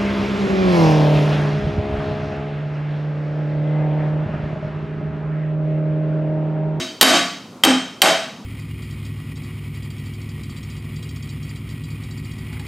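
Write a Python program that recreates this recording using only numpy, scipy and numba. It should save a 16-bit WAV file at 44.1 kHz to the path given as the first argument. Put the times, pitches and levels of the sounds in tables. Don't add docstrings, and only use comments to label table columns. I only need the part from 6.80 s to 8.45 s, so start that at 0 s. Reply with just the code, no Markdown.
import sys
import numpy as np
from scipy import signal
from scipy.fft import rfft, irfft, next_fast_len
from scipy.io import wavfile
from scipy.ndimage import minimum_filter1d
from numba import njit

SR = 44100
rng = np.random.default_rng(int(sys.argv[2]) if len(sys.argv) > 2 else 0)


def gain_from_db(level_db):
    decades = np.asarray(level_db, float) / 20
    return 10 ** decades


def store_pcm(level_fs):
    pcm = np.round(np.clip(level_fs, -1, 1) * 32767).astype(np.int16)
    wavfile.write(sys.argv[1], SR, np.atleast_2d(pcm).T)


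N = 72765

# t/s, level/dB, hardness/(dB/octave), crack level before CRACK_DB/dB
BLOWS = [(-.24, 2.3, 1.8, -0.7), (0.2111, -0.5, 0.36, 6.8), (0.8361, -6.04, -1, -24),
         (1.2183, -4.8, -.3, 1.6)]
# tube/dB, hammer/dB, bar/dB, plate/dB, bench top/dB, shelf/dB, legs/dB
BODY_DRIVE_DB = [(-0.5, .3, -4.5, -1, 8.6, 4.5, -15), (2, -0.5, 2.6, 3.5, 6.5, -1, -4.9),
                 (-3.5, 2.5, -7, 4, 9.5, -7.5, -2), (-3.5, -1, -3.5, 6, -13, -37, -6)]
CRACK_TO_WALLS_DB = [0.5, 0.2, 2, 0.4]
# t/s, level/dB
REBOUNDS = [(.2285, 10.5), (0.8437, -12.5), (0.8495, -3.5)]

# f/Hz (bench: one list each for top, shelf, legs)
TUBE_HZ = [3101, 3833, 4603, 6377, 9297, 10290, 10830, 11500, 12640, 15040]
HAMMER_HZ = [3144, 3150, 5400, 7273, 8376]
BAR_HZ = [463, 641, 698, 1145, 1394, 1502, 2250]
PLATE_HZ = [551, 662, 759, 828, 991, 1235]
BENCH_HZ = [
    [259],
    [295, 350],
    [183],
]
# level before drive and scatter/dB, t60/s
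TUBE_MODES = [(-6.5, 0.39), (-7, 0.47), (-9, 0.35), (-17.5, 0.52), (-10, 0.24), (-22.5, 0.48), (-28, 0.15),
              (-7, 0.26), (-15.5, 0.26), (-25, .2)]
HAMMER_MODES = [(-9, 0.18), (4.5, 0.051), (-18, 0.5), (-8.5, 0.083), (-4.5, 0.12)]
BAR_MODES = [(-29.5, 0.55), (-10.5, 0.49), (-15, 0.43), (-12, .4), (-23.5, 0.58), (-13.5, 0.47),
             (-22, 0.32)]
PLATE_MODES = [(-14, 0.23), (-18, 0.42), (-8, 0.19), (-12.5, 0.23), (-33, 0.1), (-24, 0.51)]
BENCH_MODES = [
    [(-11.5, 0.26)],
    [(-3, 0.16), (-11.5, 0.25)],
    [(-19, 0.55)],
]

# f/Hz, level/dB
CONTACT_COLOUR = [(60, -35.5), (200, -18), (600, -6.5), (1300, -1), (3000, 0.28), (4500, -4), (7000, -10),
                  (10200, -14.5), (12000, -7.5), (14500, -22.5), (16500, -10.5)]
# f/Hz, level/dB
WALL_COLOUR = [(100, 24.5), (400, 18.5), (800, 8), (1500, 4), (4000, -1.55), (8000, 4), (10200, -4.5),
               (12000, -18.5), (14000, -17.5), (16000, -23)]
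# f/Hz, t60/s
WALL_T60 = [(150, 0.4), (500, 0.37), (2000, 0.56), (5000, 0.61), (10000, 0.41), (16000, 0.79)]
# f/Hz, level/dB
SIDE_GAIN = [(30, -18), (70, -17), (150, -56), (500, -27.5), (2000, -22), (4500, -15.5), (9000, -16),
             (12000, -13), (15000, -20)]
# f/Hz, relative level/dB
HUM_COLOUR = [(18, -71), (30, -8), (227, 7), (328, -3.5), (461, -6), (684, -9), (1280, -11.5), (1670, -23),
              (6900, -27.5), (16000, -42)]

CRACK_DB, CRACK_T60_S = 4, 0.01
RATTLE_DB, RATTLE_T60_S = 2, 0.053
REBOUND_T60_S, REBOUND_HARDNESS_DB_PER_OCT = 0.025, 1.2
TUBE_RISE_S, BAR_RISE_S, BENCH_RISE_S = 0.00086, 0.011, 0.021
SCATTER_DB = 0.5
LINEWIDTH_RATIO = 0.003
RING_OCT_PER_HARDNESS = 1

WALL_DB, WALL_BUILD_S, FIRST_WALL_S = 2.5, 0.014, 0.004
WALL_HIGH_RING_DB, WALL_LOW_RING_DB = -5.5, -8
HUM_DB, HUM_SIDE_DB = -38.5, 7.5

LIMIT_DB, RATIO = -4.5, 20
ATTACK_S, RELEASE_DB_PER_S = 0.012, 183
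CLIP_TOP, CLIP_HARD = 0.9, 10
LOW_CUT_HZ, TOP_HZ = 158, 15400


def along(points, hz):
    f, v = np.transpose(points)
    return np.interp(np.log(hz + 1), np.log(f + 1), v)


def coloured(x, db_of):
    size = next_fast_len(x.shape[-1] + 4096)
    gain = gain_from_db(db_of(np.fft.rfftfreq(size, 1 / SR)))
    return irfft(rfft(x, size) * gain, size)[..., :x.shape[-1]]


def unit(x):
    return x / np.sqrt(np.mean(x ** 2))


def contact(hardness, x):
    def colour_db(hz):
        tilt_db = hardness * np.log2((hz + 1) / 3000)
        return along(CONTACT_COLOUR, hz) + tilt_db
    return unit(coloured(x, colour_db))


def ring(pitches_hz, modes, t, rise_s, drive_db):
    hz = np.array(pitches_hz)[:, None]
    level_db, t60_s = np.transpose(modes)[:, :, None]
    level_db = level_db + drive_db + SCATTER_DB * rng.standard_normal(hz.shape)
    steps = rng.standard_normal((len(hz), len(t)))
    drift = np.cumsum(steps, axis=1) * np.sqrt(2 * np.pi * LINEWIDTH_RATIO * hz / SR)
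    phase = 2 * np.pi * (hz * t + rng.random(hz.shape)) + drift
    total = (gain_from_db(level_db - 60 * t / t60_s) * np.sin(phase)).sum(0)
    return total * (1 - np.exp(-t / rise_s))


def spread(mid_side):
    mid = mid_side[0]
    side = coloured(mid_side[1], lambda hz: along(SIDE_GAIN, hz))
    return np.array([mid + side, mid - side])


def walls(x):
    hz, t, z = signal.stft(rng.standard_normal((2, SR)), SR, nperseg=256)
    start_db = along(WALL_COLOUR, hz)[:, None]
    t60_s = along(WALL_T60, hz)[:, None]
    tail = signal.istft(z * gain_from_db(start_db - 60 * t / t60_s), SR, nperseg=256)[1][:, :SR]
    tail = tail * (1 - np.exp(-np.arange(SR) / SR / WALL_BUILD_S))
    tail = tail / np.linalg.norm(tail[0])
    return spread(signal.fftconvolve(x[None], tail, axes=1)[:, :len(x)])


def blow(db, hardness, crack_db, drive_db, echo_db):
    t = np.arange(SR) / SR
    crack_env = gain_from_db(crack_db + CRACK_DB - 60 * t / CRACK_T60_S)
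    rattle_env = gain_from_db(RATTLE_DB - 60 * t / RATTLE_T60_S)
    crack = contact(hardness, rng.standard_normal(SR)) * (crack_env + rattle_env)

    high = ring(TUBE_HZ, TUBE_MODES, t, TUBE_RISE_S, drive_db[0])
    high = high + ring(HAMMER_HZ, HAMMER_MODES, t, TUBE_RISE_S, drive_db[1])
    cutoff_hz = np.clip(9000 * 2 ** (RING_OCT_PER_HARDNESS * hardness), 2000, 20000)
    high = signal.sosfilt(signal.butter(1, cutoff_hz, fs=SR, output="sos"), high)

    low = ring(BAR_HZ, BAR_MODES, t, BAR_RISE_S, drive_db[2])
    low = low + ring(PLATE_HZ, PLATE_MODES, t, BAR_RISE_S, drive_db[3])
    for hz, modes, part_db in zip(BENCH_HZ, BENCH_MODES, drive_db[4:]):
        low = low + ring(hz, modes, t, BENCH_RISE_S, part_db)

    pulse = 1.0 * (np.arange(SR) == round(FIRST_WALL_S * SR))
    kick = contact(hardness, pulse) * np.sqrt(np.mean(crack ** 2))
    to_walls = gain_from_db(echo_db) * kick + gain_from_db(WALL_HIGH_RING_DB) * high + gain_from_db(WALL_LOW_RING_DB) * low
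    return gain_from_db(db) * (crack + high + low + gain_from_db(WALL_DB) * walls(to_walls))


def hum():
    pair = unit(coloured(rng.standard_normal((2, N)), lambda hz: along(HUM_COLOUR, hz)))
    return gain_from_db(HUM_DB) * spread(pair * gain_from_db([[0], [HUM_SIDE_DB]]))


def rebound(db):
    t = np.arange(SR) / SR
    return contact(REBOUND_HARDNESS_DB_PER_OCT, rng.standard_normal(SR)) * gain_from_db(db - 60 * t / REBOUND_T60_S)


def scene():
    out = np.zeros((2, N + 2 * SR))
    for (t_s, *how), drive_db, echo_db in zip(BLOWS, BODY_DRIVE_DB, CRACK_TO_WALLS_DB):
        start = SR + round(t_s * SR)
        out[:, start:start + SR] += blow(*how, drive_db, echo_db)
    for t_s, db in REBOUNDS:
        start = SR + round(t_s * SR)
        out[:, start:start + SR] += rebound(db)
    return out[:, SR:SR + N] + hum()


@njit
def follow(over_db, attack, release_db):
    cut, now = np.zeros(len(over_db)), 0.0
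    for i in range(len(over_db)):
        if over_db[i] > now:
            now = now + attack * (over_db[i] - now)
        else:
            now = max(now - release_db, 0.0)
        cut[i] = now
    return cut


def limiter(x):
    peak = -minimum_filter1d(-np.abs(x).max(0), size=88, origin=43)
    over_db = (20 * np.log10(peak + 1e-9) - LIMIT_DB) * (1 - 1 / RATIO)
    return x * gain_from_db(-follow(over_db, 1 / (ATTACK_S * SR), RELEASE_DB_PER_S / SR))


def roll_off(x):
    return signal.sosfilt(signal.butter(12, 16310, fs=SR, output="sos"), x)


def record(dry):
    x = limiter(dry)
    x = x / (1 + np.abs(x / CLIP_TOP) ** CLIP_HARD) ** (1 / CLIP_HARD)
    x = signal.sosfilt(signal.butter(2, LOW_CUT_HZ, "high", fs=SR, output="sos"), x)
    x = signal.sosfilt(signal.butter(8, TOP_HZ, fs=SR, output="sos"), x)
    return roll_off(x)


dry = scene()
out = record(dry)
store_pcm(out)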